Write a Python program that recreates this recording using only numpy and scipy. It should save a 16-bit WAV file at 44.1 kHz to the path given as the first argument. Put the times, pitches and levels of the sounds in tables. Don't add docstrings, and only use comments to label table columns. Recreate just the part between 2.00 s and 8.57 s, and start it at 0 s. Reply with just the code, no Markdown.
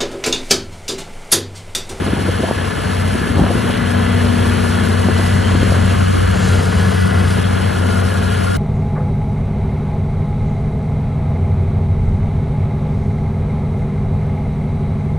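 import sys
import numpy as np
from scipy import signal
from scipy.fft import rfft, irfft, next_fast_len
from scipy.io import wavfile
from scipy.ndimage import uniform_filter1d

SR = 44100
rng = np.random.default_rng(int(sys.argv[2]) if len(sys.argv) > 2 else 0)


def master(y):
    cut = np.clip(np.atleast_2d(y).T, -1, 1)
    pcm = np.round(cut * 32767)
    wavfile.write(sys.argv[1], SR, pcm.astype(np.int16))


N = 289737
TIME = np.arange(N) / SR


def firing_note(cycle, boost_db=5.0, waver_db=0.3, octave_waver_db=1.0):
    # time in seconds, relative level in dB.
    note_levels = [(0.0, -21), (0.12, -34), (0.29, -20), (0.5, -35), (0.61, -22), (0.7, -28.5),
                   (1.08, -17.5), (1.18, -35), (1.38, -20.5), (1.44, -23), (1.51, -22), (1.72, -34),
                   (1.9, -19.5), (3.21, -17.5), (3.95, -16), (4.6, -18), (6.45, -18)]
    level, = in_time(note_levels)
    angle = 2 * np.pi * 6 * cycle
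    note = from_db(level + boost_db + waver_db * drift(8)) * np.sin(angle)
    octave_db = passing(at_s=4.8, db=-19.3, directivity=5.2) + octave_waver_db * drift(3)
    return note + from_db(octave_db) * np.cos(2 * angle)


def exhaust(cycle, waver_db=2.5, jitter=0.0006, smear=0.035):
    # multiple of the four-stroke cycle rate, relative level in dB.
    orders = [(7, -12), (9, -16.5), (10, -17), (14, -19), (22, -25), (24, -17), (27, -19.5), (28, -11),
              (30, -17), (31, -23), (34, -23), (36, -18), (42, -22), (43, -24), (45, -17.5), (51, -25),
              (55, -26), (63, -26), (69, -28)]
    cycle = cycle + jitter * drift(3.2)
    out = firing_note(cycle)
    level = passing(at_s=4.8, db=-16, directivity=2.1)
    for order, db in orders:
        line = np.sin(2 * np.pi * (order * cycle + rng.random() + smear * drift(3.6)))
        out = out + from_db(level + db + waver_db * drift(2.8)) * line
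    return out


def knocking(cycle, repeat, size=2860):
    # one cylinder's knock in dB, in firing order.
    cylinders = [1, 0.91, -0.68, -0.21, -0.86, -1.3]
    recurring = rng.standard_normal(size)[(cycle % 1 * size).astype(int)]
    strength_db = np.interp(cycle * 6 % 6, np.arange(6), cylinders, period=6)
    return (np.sqrt(repeat) * recurring + np.sqrt(1 - repeat) * white()) * from_db(strength_db)


def block(cycle, block_db, knock_db=2.0):
    # frequency in Hz, relative noise density in dB.
    colour = [(200, 11), (330, -4.5), (450, -2), (550, 2.5), (700, 5.5), (800, -3), (980, 1), (1150, -1),
              (1450, 0), (1580, -4), (1740, -7), (1830, -15.5), (2150, -12.5), (2500, -36), (4000, -31)]
    return from_db(block_db + knock_db + 0.5 * drift(6.1)) * coloured(knocking(cycle, repeat=0.2), colour)


def fan(speed, blades_per_firing=2.5765, waver_db=0.7, octave_db=-38, rush_db=-12):
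    # time in seconds, level in dB.
    fan_levels = [(0, -33), (0.7, -33), (1.35, -18), (1.7, -20), (2.05, -15), (2.35, -14.5), (2.7, -15.2),
                  (3.15, -20.5), (3.85, -23), (4.15, -37), (4.7, -36), (5.4, -26), (6.2, -25), (6.57, -30)]
    # frequency in Hz, relative noise density in dB.
    rush_colour = [(130, -2), (170, 1), (230, 0), (290, -0.5), (360, -3), (480, -3), (800, -28)]
    level, = in_time(fan_levels)
    angle = 2 * np.pi * turns(blades_per_firing * speed + 0.19 * drift(2.6))
    note = from_db(waver_db * drift(8.6)) * np.sin(angle)
    rush = from_db(rush_db) * coloured(white(), rush_colour)
    octave = from_db(octave_db + 1.4 * drift(0.92)) * np.sin(2 * angle)
    return from_db(level) * (note + rush) + octave


def tracks(lurch_db=1.5):
    # frequency in Hz, relative noise density in dB.
    colour = [(30, -36), (55, -8.5), (80, 1.5), (110, -0.5), (150, -4), (205, -1.5), (260, -10), (330, -20),
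              (450, -9), (900, -22)]
    level = passing(at_s=4.13, db=-19, directivity=3.8) + lurch_db * drift(0.76)
    return from_db(level) * coloured(white(), colour)


def whines(speed, cycle, block_db, trim_db=-3.5, throb_db=1.5):
    # pitch in Hz, width in Hz, relative level in dB at the start and at the end.
    bands = [(1419, 36, -43, -4), (1673, 25, -14, -10.5), (1733, 17, -8, -16), (2956, 22, -15.5, -16.5)]
    level = block_db + trim_db + throb_db * np.cos(2 * np.pi * cycle)
    out = 0
    for hz, width_hz, early_db, late_db in bands:
        angle = 2 * np.pi * turns(hz * speed / np.mean(speed))
        tone = rms_one(drift(width_hz) * np.cos(angle) + drift(width_hz) * np.sin(angle))
        out = out + from_db(level + np.linspace(early_db, late_db, N)) * tone
    return out


def gear_mesh():
    # peak time in seconds, level in dB, half length in seconds, pitch in Hz.
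    swells = [(0.98, -40, 0.17, 1992), (1.3, -41, 0.06, 1992), (1.61, -36, 0.06, 1992),
              (1.8, -33, 0.1, 1994), (2.1, -33, 0.12, 1995), (2.52, -39, 0.09, 1993),
              (3.25, -32.5, 0.3, 1982), (3.82, -37, 0.09, 1990), (4.22, -39, 0.13, 1988),
              (4.58, -38, 0.06, 1985), (5.08, -33, 0.25, 1981), (5.68, -41, 0.19, 1977)]
    return singing(swells, wobble_hz=2.5)


def squeals():
    # peak time in seconds, level in dB, half length in seconds, pitch in Hz.
    swells = [(0.09, -46, 0.066, 1740), (0.57, -31, 0.037, 1690), (0.66, -35, 0.04, 2780),
              (0.82, -32, 0.04, 1720), (1.25, -33, 0.06, 1680), (1.6, -35, 0.04, 2750),
              (1.88, -31, 0.1, 1680), (2.1, -33, 0.03, 3300), (2.34, -31, 0.04, 1742),
              (2.52, -30, 0.046, 1735), (2.56, -38, 0.06, 3100), (2.72, -31, 0.19, 1440),
              (2.79, -30, 0.04, 1690), (2.81, -37, 0.05, 3290), (3.08, -41, 0.16, 1459),
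              (3.46, -30.5, 0.031, 3110), (3.47, -38, 0.04, 3240), (4.22, -32, 0.06, 1395),
              (4.42, -31, 0.03, 1725), (4.47, -39, 0.11, 2740), (4.82, -38, 0.04, 3290),
              (5.45, -40, 0.14, 3335), (5.73, -30.5, 0.03, 1723), (4.52, -26, 0.053, 1395),
              (4.7, -31, 0.06, 1412), (4.85, -27, 0.04, 1688), (4.92, -29.5, 0.18, 1485),
              (5.05, -29, 0.085, 1440), (5.17, -32, 0.08, 1400), (5.95, -27.5, 0.15, 1430),
              (6.47, -32, 0.17, 1420)]
    return singing(swells, wobble_hz=8)


def singing(swells, wobble_hz):
    wobble = wobble_hz * drift(12)
    return sum(from_db(db) * bump(s, half) * np.sin(2 * np.pi * (turns(hz + wobble) + rng.random()))
               for s, db, half, hz in swells)


def hiss(cycle, intake_db, soil_db, rush_db=-2.0, slide_db=-4.5, crumble_db=1.0):
    # frequency in Hz, relative noise density in dB.
    intake_colour = [(1500, 5), (2100, 5), (2400, 0.5), (2900, 1), (3300, 0.5), (3650, -5), (4300, -6),
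                     (5000, -35), (8000, -39)]
    soil_colour = [(2500, 3), (3600, 0.5), (4300, 1.5), (5000, 2), (5700, -2), (6500, -3), (7700, -3),
                   (8300, 6.5), (8800, 8.5), (9500, -3), (10200, 4), (11000, -4), (12000, -11.5),
                   (13000, -19)]
    pulse = from_db(0.8 * np.cos(2 * np.pi * 6 * cycle) - 0.4 * np.cos(2 * np.pi * cycle))
    intake = from_db(intake_db + rush_db) * coloured(knocking(cycle, repeat=0.17), intake_colour)
    soil = from_db(soil_db + slide_db + crumble_db * drift(31)) * coloured(white(), soil_colour)
    return intake + pulse * soil


def rattle(level_db, trim_db=-10.0, per_s=160, size_db=1.5, t60_s=0.04, wander_db=2.0):
    # ring frequency in Hz, relative strength of the blows in dB.
    steel_modes = [(2570, -3), (2735, -1), (2860, -3), (3105, 0), (3235, -1), (3292, 0), (3342, -1),
                   (4080, -3), (4370, -2)]
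    clinks = (rng.random(N) < per_s / SR) * from_db(size_db * np.minimum(rng.exponential(1, N), 4))
    decay = from_db(-60 / (t60_s * SR))
    out = 0
    for hz, db in steel_modes:
        blows = clinks * white() * from_db(db + wander_db * np.minimum(drift(2.5), 1.5))
        resonance = [1, -2 * decay * np.cos(2 * np.pi * hz / SR), decay * decay]
        out = out + signal.lfilter([1], resonance, blows + 1e-18)
    return from_db(level_db + trim_db) * rms_one(out)


def hiss_swells():
    # peak time in seconds, level in dB, half length in seconds.
    swells = [(3.65, -40.5, 0.67), (4.45, -39, 0.099), (4.65, -42, 0.29)]
    # frequency in Hz, relative noise density in dB.
    colour = [(2500, -21), (4200, 21), (5000, 9), (7000, 17), (8500, 9), (11000, -58)]
    return sum(from_db(db) * bump(s, half) for s, db, half in swells) * coloured(white(), colour)


def wind(breeze_rumble_db=-31, breeze_eddies_db=-29.5, lumpy_db=4.0, own=0.51, rumble_side=0.088):
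    # frequency in Hz, relative noise density in dB.
    rumble_colour = [(15, -26), (28, -23), (40, -11.5), (55, -2.5), (70, -2), (100, -16.5), (200, -13),
                     (500, -49)]
    eddy_colour = [(50, -11), (120, 2.5), (200, 6.5), (300, 0), (450, -1), (700, -6), (1100, -11.5),
                   (2000, -73)]
    # peak time in seconds, rumble in dB, eddies in dB, half length in seconds.
    gusts = [(0.1, -34, -32, 0.2), (1.425, -26, -26, 0.072), (1.565, -37, -35, 0.054),
             (2.4, -44, -32, 0.33), (3.655, -22, -35, 0.17), (4.098, -26.5, -34, 0.29)]
    rumble = coloured(white(), rumble_colour) + rumble_side * apart(coloured(white(), rumble_colour))
    shared, left, right = [
        rms_one(coloured(white(), eddy_colour) * from_db(lumpy_db * np.minimum(drift(28), 2)))
        for _ in range(3)]
    eddies = rms_one(shared + own * np.array([left, right]))
    out = from_db(breeze_rumble_db) * rumble + from_db(breeze_eddies_db) * eddies
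    for s, rumble_db, eddies_db, half in gusts:
        out = out + bump(s, half) * (from_db(rumble_db) * rumble + from_db(eddies_db) * eddies)
    return out


def buffets(trim_db=-0.3, own=0.15, thump=1.2, sudden_s=0.009, fall_ratio=0.49, size=8000):
    # peak time in seconds, relative level in dB, rise time in seconds, upper edge in Hz.
    puffs = [(0.02, -17, 0.012, 400), (0.092, -19, 0.018, 520), (0.133, -9.5, 0.008, 440),
             (0.195, -25, 0.015, 650), (0.223, -17, 0.007, 330), (0.26, -15.5, 0.016, 320),
             (0.292, -13, 0.012, 430), (0.404, -15.5, 0.013, 420), (0.443, -13.5, 0.016, 660),
             (0.49, -20, 0.016, 900), (0.511, -10, 0.0055, 800), (0.576, -19, 0.008, 320),
             (0.79, -22, 0.015, 320), (1.152, -14.5, 0.011, 320), (1.215, -16, 0.01, 340),
             (1.273, -18, 0.012, 460), (1.305, -13, 0.013, 360), (1.366, -12.5, 0.021, 380),
             (1.395, -6.5, 0.005, 380), (1.403, -17.5, 0.024, 820), (1.413, -7.5, 0.013, 260),
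             (1.42, -13, 0.005, 520), (1.44, -21, 0.016, 750), (1.466, -18, 0.006, 1400),
             (1.51, -17.5, 0.028, 680), (1.553, -18, 0.009, 380), (1.643, -16, 0.009, 360),
             (1.7, -16, 0.008, 620), (3.086, -9, 0.003, 900), (3.096, -14, 0.004, 450),
             (3.201, -18.5, 0.016, 600), (3.551, -12, 0.006, 480), (3.63, -11.5, 0.009, 470),
             (3.722, -14, 0.008, 640), (3.765, -15, 0.007, 330)]
    out, peak = np.zeros((2, N + SR)), size // 2
    age = (np.arange(size) - peak) / SR
    for s, db, rise, top_hz in puffs:
        noise = rng.standard_normal((3, size))
        swell = np.exp(-(age / np.where(age < 0, rise, rise * fall_ratio)) ** 2)
        air = (noise[0] + own * noise[1:]) * swell
        push = thump * min(1, sudden_s / rise) ** 2
        air[:, peak] -= push * np.sqrt(np.sum(swell ** 2))
        band = signal.butter(4, [top_hz / 6, top_hz], "band", fs=SR, output="sos")
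        puff = rms_one(signal.sosfilt(band, air)) * np.sqrt(np.mean(swell ** 2))
        start = round(s * SR)
        out[:, start:start + size] += from_db(db + trim_db) * puff
    return out[:, peak:peak + N]


def ports(sound, resting_width=0.045):
    # frequency in Hz, right against left in dB, right's phase lag in radians.
    right_port = [(60, -1.1, 0), (130, -2, .2), (230, -6.2, .25), (310, -3.5, .6), (450, -7.5, 1.1),
                  (560, -10, 2.7), (700, -9, 3.8), (860, -1.5, 4.4), (1000, -5.2, 4.8), (1400, -3, 5.85),
                  (1620, 0, 6.28), (3700, 0, 6.28), (4480, 0, 7.1), (5400, 0, 12.35), (6400, 0, 12.65),
                  (8400, 0, 15.2), (10200, 0, 16.4), (11700, 0, 18.85)]
    # peak time in seconds, share from 0 to 1, half length in seconds.
    widenings = [(4.17, 0.52, 0.15), (5.03, 0.36, 0.06), (5.5, 0.1, 0.25), (6.55, 0.4, 0.13)]
    # frequency in Hz, gain in dB.
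    wide_band = [(100, -40), (135, -32), (250, 11), (950, 2.5), (1350, -23), (1700, -57)]
    response = np.array(right_port)
    right = shaped(sound, response[:, :2], lag=response[:, 2])
    width = resting_width + sum(share * bump(s, half) for s, share, half in widenings)
    return np.array([sound, right - width * shaped(sound + right, wide_band)])


def narrowed(pair, from_s=4.33, to_s=5.36):
    # frequency in Hz, gain in dB.
    hiss_band = [(3000, -60), (3600, 0), (6300, 0), (7200, -60)]
    share = uniform_filter1d(((TIME > from_s) & (TIME < to_s)) * 1.0, size=2000)
    side = share * shaped((pair[0] - pair[1]) / 2, hiss_band)
    return pair - apart(side) + side


def hollowed(pair):
    # time in seconds, depth in dB, half length in seconds.
    dips = [(4.18, -4, 0.14), (5.05, -1.5, 0.05), (5.44, -2.5, 0.06)]
    # frequency in Hz, weight in dB.
    dip_band = [(220, -40), (300, -6), (450, -30), (560, 0), (780, -1), (1150, -25)]
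    sink_db = sum(db * bump(s, half) for s, db, half in dips)
    return pair - (1 - from_db(sink_db)) * shaped(pair, dip_band)


def passing(at_s, db, directivity, distance_m=15.0, m_per_s=3.0):
    range_m = np.hypot(distance_m, m_per_s * (TIME - at_s))
    return db - directivity * 20 * np.log10(range_m / distance_m)


def from_db(db):
    return 10 ** (np.asarray(db) / 20)


def rms_one(x):
    return x / np.sqrt(np.mean(x ** 2) + 1e-20)


def in_time(rows):
    s, *columns = np.transpose(rows)
    return [np.interp(TIME, s, c) for c in columns]


def shaped(x, points, lag=None):
    hz, db = np.transpose(points)
    size = next_fast_len(N)
    log_hz = np.log(np.maximum(np.arange(size // 2 + 1) * SR / size, 1))
    gain = from_db(np.interp(log_hz, np.log(hz), db))
    if lag is not None:
        gain = gain * np.exp(-1j * np.interp(log_hz, np.log(hz), lag))
    return irfft(rfft(x, size) * gain, size)[..., :N]


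def coloured(x, spectrum):
    closed = [(spectrum[0][0] / 2, -80), *spectrum, (spectrum[-1][0] * 2, -90)]
    return rms_one(shaped(x, closed))


def white():
    return rng.standard_normal(N)


def drift(hz, step=40):
    pole = np.exp(-2 * np.pi * hz * step / SR)
    slow = signal.lfilter([1], [1, -2 * pole, pole * pole], rng.standard_normal(N // step + 2002))[2000:]
    return np.interp(np.arange(N) / step, np.arange(len(slow)), rms_one(slow))


def turns(hz):
    return np.cumsum(hz) / SR


def apart(side):
    return np.array([side, -side])


def bump(s, half):
    return np.exp(-((TIME - s) / half) ** 2)


def scene(intake_waver_db=1.0, soil_waver_db=0.94):
    # time in seconds, firings per second.
    engine_speed = [(0, 92.9), (2.3, 92.85), (3.1, 92.55), (5.0, 92.55), (5.5, 92.2), (6.57, 92.35)]
    # frequency in Hz, side against direct in dB.
    spread = [(50, -9), (120, -9.5), (220, -7.5), (330, 0.5), (500, -46), (1000, -15), (1400, -25),
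              (1800, -71), (3400, -62), (4600, -5), (6000, -15), (8800, -4), (11000, -4), (12000, -35)]
    speed, = in_time(engine_speed)
    cycle = turns(speed / 6)
    block_db = passing(at_s=3.64, db=-23, directivity=2.08)
    treble_dip_db = -2.2 * bump(1.27, 0.22)
    intake_db = passing(at_s=2.45, db=-29, directivity=1.8) + treble_dip_db + intake_waver_db * drift(4)
    soil_db = passing(at_s=3.6, db=-27.5, directivity=1.36) + soil_waver_db * drift(4)
    metal = whines(speed, cycle, block_db) + gear_mesh() + squeals() + rattle(intake_db)
    drone = exhaust(cycle) + fan(speed)
    direct, diffuse = [block(cycle, block_db) + tracks() + hiss(cycle, intake_db, soil_db)
                       for _ in range(2)]
    tractor = ports(drone + metal + direct) + apart(shaped(diffuse, spread))
    return hollowed(narrowed(tractor) + wind()) + hiss_swells() + buffets()


def record(dry, stopband_hz=14256):
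    held = dry / (1 + np.abs(dry) ** 8) ** (1 / 8)
    return signal.sosfilt(signal.cheby2(12, 70, stopband_hz, fs=SR, output="sos"), held)


dry = scene()
out = record(dry)
master(out)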